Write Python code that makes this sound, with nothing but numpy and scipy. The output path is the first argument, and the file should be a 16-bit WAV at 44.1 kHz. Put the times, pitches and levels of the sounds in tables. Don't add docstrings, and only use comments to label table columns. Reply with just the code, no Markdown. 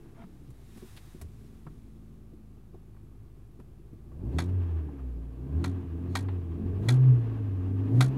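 import sys
import numpy as np
from scipy import signal
from scipy.fft import rfft, irfft, next_fast_len
from scipy.io import wavfile
from scipy.ndimage import uniform_filter1d, map_coordinates

SR = 44100
rng = np.random.default_rng(int(sys.argv[2]) if len(sys.argv) > 2 else 0)


def unload_audio(sound):
    columns = np.transpose(np.atleast_2d(sound))
    steps = np.round(np.clip(columns, -1, 1) * 32767)
    wavfile.write(sys.argv[1], SR, steps.astype(np.int16))


def how_loud(loudness_db):
    steps = np.asarray(loudness_db, float) / 20
    return 10 ** steps


N = 360363

# pitch_hz, level_db (per Hz)
HISS_COLOUR = [(290, -31.5), (500, -3.5), (561, -7), (677, -3.5), (971, -7.5), (1150, -2.5), (1370, -8),
               (2000, -13), (2550, -12.5), (2950, -15), (5640, -19.5), (9340, -19.5), (11400, -18.5),
               (15700, -23.5)]
# pitch_hz, width_hz, level_db
CIRCUIT_WHISTLES = [(11300, 250, 0), (12300, 60, 2)]
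# pitch_hz, level_db
PUMP_TONES = [(71.3, -64), (142, -66)]
# time_s, level_db
COAT_RUSTLE = [
    (0, -79),
    (.55, -77),
    (.8, -66),
    (.92, -65.5),
    (1.2, -69.5),
    (1.28, -75),
    (1.45, -74.5),
    (2.15, -84.5),
    (2.4, -104),
]
# pitch_hz, level_db (per Hz)
CLOTH_COLOUR = [(410, -27), (700, -6.5), (1160, -6), (1500, -8), (1830, -7), (3110, -11), (3490, -9),
                (4300, -12.5), (11200, -13.5), (15500, -20.5)]
# pitch_hz, width_hz, level_db
SLEEVE_HOLLOWS = [(1830, 76, 4.5), (3870, 120, 8.5)]
# time_s, level_db
SEAT_CREAK = [
    (0.13, -78),
    (0.142, -76),
    (0.182, -58.5),
    (0.24, -54),
    (0.27, -96),
]
# pitch_hz, width_hz, level_db
SEAT_COVER = [(672, 17, 2), (910, 30, 0), (1380, 67, -10.5), (1960, 39, -17), (2123, 31, -13.5),
              (2670, 51, -20.5), (3120, 32, -22), (3480, 17, -21)]
# start_s, peak_db, pitch_hz, edge_db, brightness_db
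TRIM_TICKS = [(0.503, -56.5, 614, -21, -3.5), (0.774, -52, 627, -18, -6.5), (0.964, -50, 2070, 0, 2),
              (0.972, -44.5, 2070, -0.5, -4.5), (1.213, -41.5, 890, -18, -2.5),
              (1.666, -42.5, 1270, -34, -31), (2.745, -49, 690, -57, -40), (2.945, -61, 1160, -36, -24),
              (2.965, -58, 1160, -33, -24), (3.598, -50.5, 694, -32, -21), (4.117, -54, 1093, -37.5, -25),
              (4.491, -51.5, 641, -24, -20.5), (4.887, -45, 880, -47, -47), (4.994, -51.5, 1070, -35, -31),
              (6.285, -38, 926, -22.5, -36)]
# start_s, peak_db, frame_hz, shell_hz, shell_db
SEAT_KNOCKS = [(0.199, -34.5, 228, 231, -25), (0.24, -32, 183, 244, -14), (0.488, -29.5, 123.4, 303, -12),
               (0.763, -40, 222, 259, 3.5), (0.826, -37, 223, 373, 4.5), (1.147, -37.5, 216, 361, 2),
               (1.22, -27.5, 78.4, 383, -11.5), (1.246, -30, 80.6, 250, -9.5),
               (1.665, -29, 149.4, 300, -11), (2.333, -47.5, 111, 301, 9), (2.743, -45, 106, 380, 8.5),
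               (3.594, -37, 182, 240, -0.5), (3.933, -40.5, 92, 327, 5.5)]
# start_s, peak_db, brightness_db, heel_hz, ring_db
PEDAL_HITS = [
    (4.385, -21.5, -18, 963, -3.5),
    (5.641, -26.5, -17.5, 1380, -3.5),
    (6.153, -20.5, -15.5, 950, -2),
    (6.886, -21, -14, 1380, -1),
    (8.007, -18, -13.5, 1410, -6),
]
# pitch_hz, width_hz, level_db
PEDAL_RING = [(670, 5.7, 1.5), (740, 32, -2), (910, 88, -5.5), (1070, 55, -7), (1612, 40, -2.5),
              (1870, 64, -3), (2346, 100, -8), (3370, 120, -7.5), (3940, 270, -10), (4330, 150, -8.5),
              (6560, 250, -16)]
# pitch_hz, level_db (per Hz)
SNAP_COLOUR = [(290, -35.5), (500, -5.5), (1560, -4.5), (1750, -18.5), (1900, -4), (2840, -17.5),
               (3330, -10), (4980, -17.5), (10500, -20.5), (15500, -39)]
# time_s, rate_hz (firings per second)
COLD_IDLE = [
    (0, 35.9),
    (.93, 25.2),
    (1.45, 27.7),
    (2.05, 27.4),
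    (3.2, 26.1),
    (3.98, 26.2),
    (4.09, 28),
]
# time_s, rate_hz (firings per second), boom_swell_db
REVS = [(4.2, 41.12, -3), (4.39, 83.83, -1), (4.53, 94.02, 1.5), (5.16, 57.32, 0), (5.401, 60.5, -5.5),
        (5.71, 94.6, -3.5), (5.92, 80.32, -1), (6.251, 97.6, 0), (6.498, 81.12, 0), (6.81, 97.17, -2.5),
        (6.93, 128.1, -2), (7.08, 129.6, 4.5), (7.239, 113, -1), (7.37, 110, 2.5), (7.582, 92.3, -0.5),
        (7.888, 103.2, -0.5), (8.001, 128, 1.5), (8.17, 134, -12)]
CYLINDER_STRENGTH = [-2, 2.5, -7.3, -1.5]
TONE_MULTIPLES = [.5, 1, 1.5, 2, 3, 4, 5, 6, 7, 8, 9.5, 2.5, 3.5]
# rest_db, octave_db (per octave of speed), throttle_db (fully open), unsteady_db
TONE_GROWTH = [(-81, 11.5, 0.5, 4), (-62.5, 12.5, 2, 2), (-81.5, 9, 2.5, 11.5), (-67, 4.5, 9, 1),
               (-75, 6.5, 5.5, 3.5), (-61, 3.5, 5, 3), (-77, 4, 3, 5), (-74.5, 5, 3.5, 4.5),
               (-78, 1, 1.5, 5.5), (-74, .5, 5, 1.5), (-75, 5, -1.8, 2.5), (-86, 12, 8.5, 6.5),
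               (-86.5, 10, 4, -0.5)]
# pitch_hz, level_db
DEEP_GAIN = [(27, -5), (45, 8.5), (58, 12.5), (64, 12), (69.5, -1), (75, 7), (80, 13)]
# pitch_hz, level_db
BOOM_GAIN = [(85, 9), (91, 14), (100, 12), (110, 5), (120, 11), (127, 16.5), (133, 12), (143, 6)]
# pitch_hz, level_db
OVERTONE_GAIN = [(175, 8), (206, 4.5), (219, 14), (236, -3.5), (263, 8.5), (292, 3.5), (400, 0.5),
                 (700, -41)]
# rate_hz, level_db
THROTTLE_GAIN = [(50, 0.5), (76, 7), (88, -6), (101, -6), (116, 4), (130, -1)]
# pitch_hz, width_hz, level_db
CABIN = [(107, 63, 3.5), (149.5, 29, 5), (224.2, 6.9, -2), (258.6, 38, -4.5), (339.4, 30, 1),
         (415, 17, -9.5)]
# pitch_hz, level_db (per Hz)
DRONE_COLOUR = [(24, -39.5), (40, -6.5), (120, -1), (199, -14), (408, -12.5), (525, -34.5), (700, -45),
                (910, -51.5), (1540, -120)]
# pitch_hz, width_hz, level_db
DASH_PANEL = [(263.3, 11.5, 2.5), (271, 27.7, -5)]
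# pitch_hz, level_db (per Hz)
VALVE_COLOUR = [(260, -22.5), (450, 6), (541, -24), (621, -11), (994, -14), (1140, -11), (1390, -21.5),
                (2350, -26), (2640, -23), (4130, -36.5), (7000, -50.5), (9100, -73.5), (15400, -120)]
# pitch_hz, width_hz, level_db
BULKHEAD = [(654, 38, -4), (860, 43, 1.5), (1070, 23, -8.5), (1600, 170, -1), (2600, 210, -14.5)]

HISS_DB, TOP_HZ = -73.5, 15800
TICK_S, KNOCK_S = 0.026, 0.13
BOUNCE_S, BOUNCE_DB = .0185, -10
FLYWHEEL_S, IDLE_HZ = .07, 27
COAST, FULL, STAB = 17, 65, 206
LAG_S, LEAD_S = 0.04, 0.03
RING_UP_S = 0.14
FLUTTER = 15
BOOM_SHARE = 0.35
COLD_DB, COLD_S = 7, 0.4
BELT_COLD_DB, LEAN_DB = 12, 4.5
BARK_DB = 4
# dB at rest, dB per octave of speed, dB at full effort
GROWL, CLATTER = (-63.5, 7.77, 8.8), (-78, 12.2, 1.5)
HUM, DRONE = (-72.5, 12.5, 8.6), (-59, 7.54, 4.7)


def unit(x):
    return x / np.sqrt(np.mean(x ** 2) + 1e-20)


def curves(rows, silent=None):
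    s, *cols = np.transpose(rows)
    return [np.interp(np.arange(N) / SR, s, c, silent, silent) for c in cols]


def steady(x, span):
    return x / np.sqrt(np.abs(uniform_filter1d(x ** 2, int(span * SR))) + 1e-20)


def wobble(rate):
    knots = rng.standard_normal(int(N * rate / SR) + 4)
    return map_coordinates(knots, [np.arange(N) * rate / SR])


def filtered(x, response):
    m = next_fast_len(len(x) + 8192)
    return irfft(rfft(x, m) * response(np.fft.rfftfreq(m, 1 / SR)), m)[:len(x)]


def noise(spectrum, count=N):
    f, db = np.transpose(spectrum)
    colour = lambda hz: how_loud(np.interp(np.log(hz + 1), np.log(f), db))
    return unit(filtered(rng.standard_normal(count), colour))


def modes(table):
    def response(f):
        return sum((-1) ** k * how_loud(db) * 1j * f * w / (c * c - f * f + 1j * f * w)
                   for k, (c, w, db) in enumerate(table))
    return response


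def ringing_noise(table):
    return filtered(rng.standard_normal(N), modes(table))


def add(out, s, x):
    part = out[round(s * SR):][:len(x)]
    part += x[:len(part)]


def microphone_hiss():
    hiss = noise(HISS_COLOUR) + 0.13 * unit(ringing_noise(CIRCUIT_WHISTLES))
    return how_loud(HISS_DB + 0.72) * hiss


def pump():
    t = np.arange(N) / SR
    drift = 3.1 * wobble(2.0)
    out = np.zeros(N)
    for hz, db in PUMP_TONES:
        out += how_loud(db + 3 * wobble(1)) * np.sin(2 * np.pi * hz * t + drift * hz / 71)
    return out


def coat():
    rub = noise(CLOTH_COLOUR) + 0.16 * unit(ringing_noise(SLEEVE_HOLLOWS))
    flutter = how_loud(.8 * wobble(30))
    return how_loud(curves(COAT_RUSTLE, -120)[0] + 3.5) * flutter * rub


def seat_creak():
    cover = modes(SEAT_COVER)
    response = lambda f: cover(f) + 0.13 / (1 + (f / 2500) ** 4) * (f > 400)
    slips = steady(filtered(rng.standard_normal(N) * how_loud(2.5 * wobble(200)), response), .02)
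    return how_loud(curves(SEAT_CREAK, -120)[0]) * slips


def trim_ticks():
    out, t = np.zeros(N), np.arange(SR // 3) / SR
    for s, db, hz, edge_db, bright_db in TRIM_TICKS:
        colour = [(200, -15), (450, -3), (hz, 0), (3800, edge_db + 2.5), (6000, bright_db - 10.0),
                  (11000, bright_db - 6.5), (16000, bright_db - 20.5)]
        body = steady(noise(colour, count=len(t)), 0.002)
        fade = how_loud(db - 3.5 - 24.6 * (t / TICK_S) ** 1.07)
        add(out, s, fade * (1 - np.exp(-t / 0.00084)) * body)
    return out


def seat_knocks():
    out, t = np.zeros(N), np.arange(SR // 3) / SR
    for s, db, frame_hz, shell_hz, shell_db in SEAT_KNOCKS:
        puff = noise([(60, -1), (200, 6), (400, 0.0), (900, -30), (1500, -42.5)], count=len(t))
        shell = how_loud(shell_db - 30 * t / KNOCK_S) * (np.sin(2 * np.pi * shell_hz * t) + 0.84 * puff)
        frame = np.sin(2 * np.pi * frame_hz * t)
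        fade = how_loud(db - 7.5 - 40 * t / KNOCK_S)
        add(out, s - .003, fade * (1 - np.exp(-t / 0.0024)) * (frame + shell))
    return out


def pedal():
    out, t = np.zeros(N), np.arange(SR // 4) / SR
    lead = SR // 16
    after = t - lead / SR
    for s, db, bright_db, heel_hz, ring_db in PEDAL_HITS:
        blows = how_loud(-33 + 130 * after) * (after < 0)
        blows = blows + how_loud(-13 - 60 * after / 0.15) * (after > 0)
        spring = blows.copy()
        for k in range(5):
            u = np.clip(after - k * BOUNCE_S + 0.0026 * (k > 0), 0, None)
            contact = how_loud(-9 * (u / 0.0088) ** 2) * (1 - np.exp(-u / 0.00074))
            blows = blows + how_loud(k * BOUNCE_DB) * contact
            spring = spring + how_loud(0.63 * k * BOUNCE_DB - 1.3 * (k == 0)) * contact
        air = noise(SNAP_COLOUR, count=len(t))
        high = filtered(air, lambda f: f ** 4 / (f ** 4 + 4400.0 ** 4))
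        struck = [(heel_hz, 60, -1.5)]
        struck += [(hz, w, level + rng.normal(0, 1.5)) for hz, w, level in PEDAL_RING]
        ring = filtered(blows * rng.standard_normal(len(t)), modes(struck))
        puff = how_loud(-10) * blows * (air - high) + how_loud(bright_db - 3.0) * spring * unit(high)
        add(out, s - lead / SR, how_loud(db) * (puff + how_loud(ring_db) * ring / np.abs(ring).max()))
    return out


def motion():
    rows = [(s, hz, 0) for s, hz in COLD_IDLE] + REVS
    hz, swell_db = (uniform_filter1d(c, int(FLYWHEEL_S * SR), mode='nearest') for c in curves(rows))
    now = np.arange(N) / SR
    push = np.interp(now + LEAD_S, now, np.clip(np.gradient(hz) * SR + COAST, 0, None))
    keep = np.exp(-1 / (LAG_S * SR))
    opened, shove = signal.lfilter([1 - keep], [1, -keep], [1 - np.exp(-push / FULL), push / STAB])
    return hz, swell_db, opened, shove


def grown(rule, hz, effort):
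    rest_db, octave_db, throttle_db = rule
    return rest_db + octave_db * np.log2(hz / IDLE_HZ) + throttle_db * effort


def firing_tones(hz, turns, swell_db, opened, shove, cold):
    cabin_hz, cabin_db = np.transpose(DEEP_GAIN + BOOM_GAIN + OVERTONE_GAIN)
    swell_db = swell_db + opened * np.interp(hz, *np.transpose(THROTTLE_GAIN))
    tones = np.zeros(N)
    for k, (*rule, unsteady_db) in zip(TONE_MULTIPLES, TONE_GROWTH):
        weak = (k * hz < BOOM_GAIN[-1][0]) & (k not in (1, 2))
        gain_db = np.where(weak, BOOM_SHARE, 1) * np.interp(k * hz, cabin_hz, cabin_db)
        db = grown(rule, hz, opened)
        db += uniform_filter1d(gain_db, size=900 if k == 1 else int(RING_UP_S * SR))
        db += unsteady_db * wobble(FLUTTER if 2 < k < 8 else 5)
        db += swell_db * (k == 1) + BARK_DB * shove * (k == 2)
        db += cold * (BELT_COLD_DB * (k > 9) - LEAN_DB * (k in (2, 4)))
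        tones += np.sqrt(2) * how_loud(db) * np.sin(2 * np.pi * k * turns + k * k)
    return tones


def cabin_growl(hz, turns, beat, growl_db):
    fired = np.flatnonzero(np.diff(np.floor(turns)))
    pulses = np.zeros(N)
    scatter_db = 6.5 * rng.standard_normal(len(fired))
    pulses[fired] = how_loud(np.resize(CYLINDER_STRENGTH, len(fired)) + scatter_db)
    rough = .5 + hz / 90
    shake = steady(pulses, 0.12) + rough * steady(beat * rng.standard_normal(N), 0.065)
    cabin = modes(CABIN)
    walls = lambda f: cabin(f) / (1 + (f / 520) ** 5) * (f / 95) ** 4 / (1 + (f / 95) ** 4)
    return how_loud(growl_db + 1.5) * steady(filtered(shake, walls), 0.45)


def body_drone(hz, shove):
    return how_loud(grown(DRONE, hz, shove) + 2.5 * wobble(5.4)) * noise(DRONE_COLOUR)


def intake_roar(growl_db):
    colour = [(250, -30.5), (350, -4), (480, -0.5), (700, -5.5), (1000, -12), (1500, -40.5)]
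    return how_loud(growl_db - 12.0) * noise(colour)


def panel_hum(hz, opened):
    panel_db = grown(HUM, hz, opened) + 3 * wobble(3.5)
    return how_loud(panel_db + 1.5) * steady(ringing_noise(DASH_PANEL), 0.049)


def valve_clatter(hz, shove, beat, cold):
    gear_db = grown(CLATTER, hz, shove) + COLD_DB * cold
    clatter = noise(VALVE_COLOUR) + 0.18 * unit(ringing_noise(BULKHEAD))
    return how_loud(gear_db + 2.5 + 0.55 * wobble(18.0)) * steady(clatter * (4.5 + beat), 0.038)


def engine():
    hz, swell_db, opened, shove = motion()
    cold = np.exp(-np.arange(N) / (SR * COLD_S))
    turns = np.cumsum(hz) / SR
    beat = np.exp(-2.5 * (turns % 1))
    growl_db = grown(GROWL, hz, shove)
    tones = firing_tones(hz, turns, swell_db, opened, shove, cold)
    growl = cabin_growl(hz, turns, beat, growl_db)
    drone = body_drone(hz, shove) + intake_roar(growl_db)
    return tones + growl + drone + panel_hum(hz, opened) + valve_clatter(hz, shove, beat, cold)


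def scene():
    small_moves = coat() + seat_creak() + trim_ticks() + seat_knocks()
    return (pump() + small_moves + pedal() + engine())[None]


def top_cut(x):
    return signal.sosfilt(signal.butter(12, 16370, fs=SR, output="sos"), x)


def record(dry):
    mix = filtered(dry[0] + microphone_hiss(), lambda f: f < TOP_HZ) - .0019
    return top_cut(mix[None])


dry = scene()
out = record(dry)
unload_audio(out)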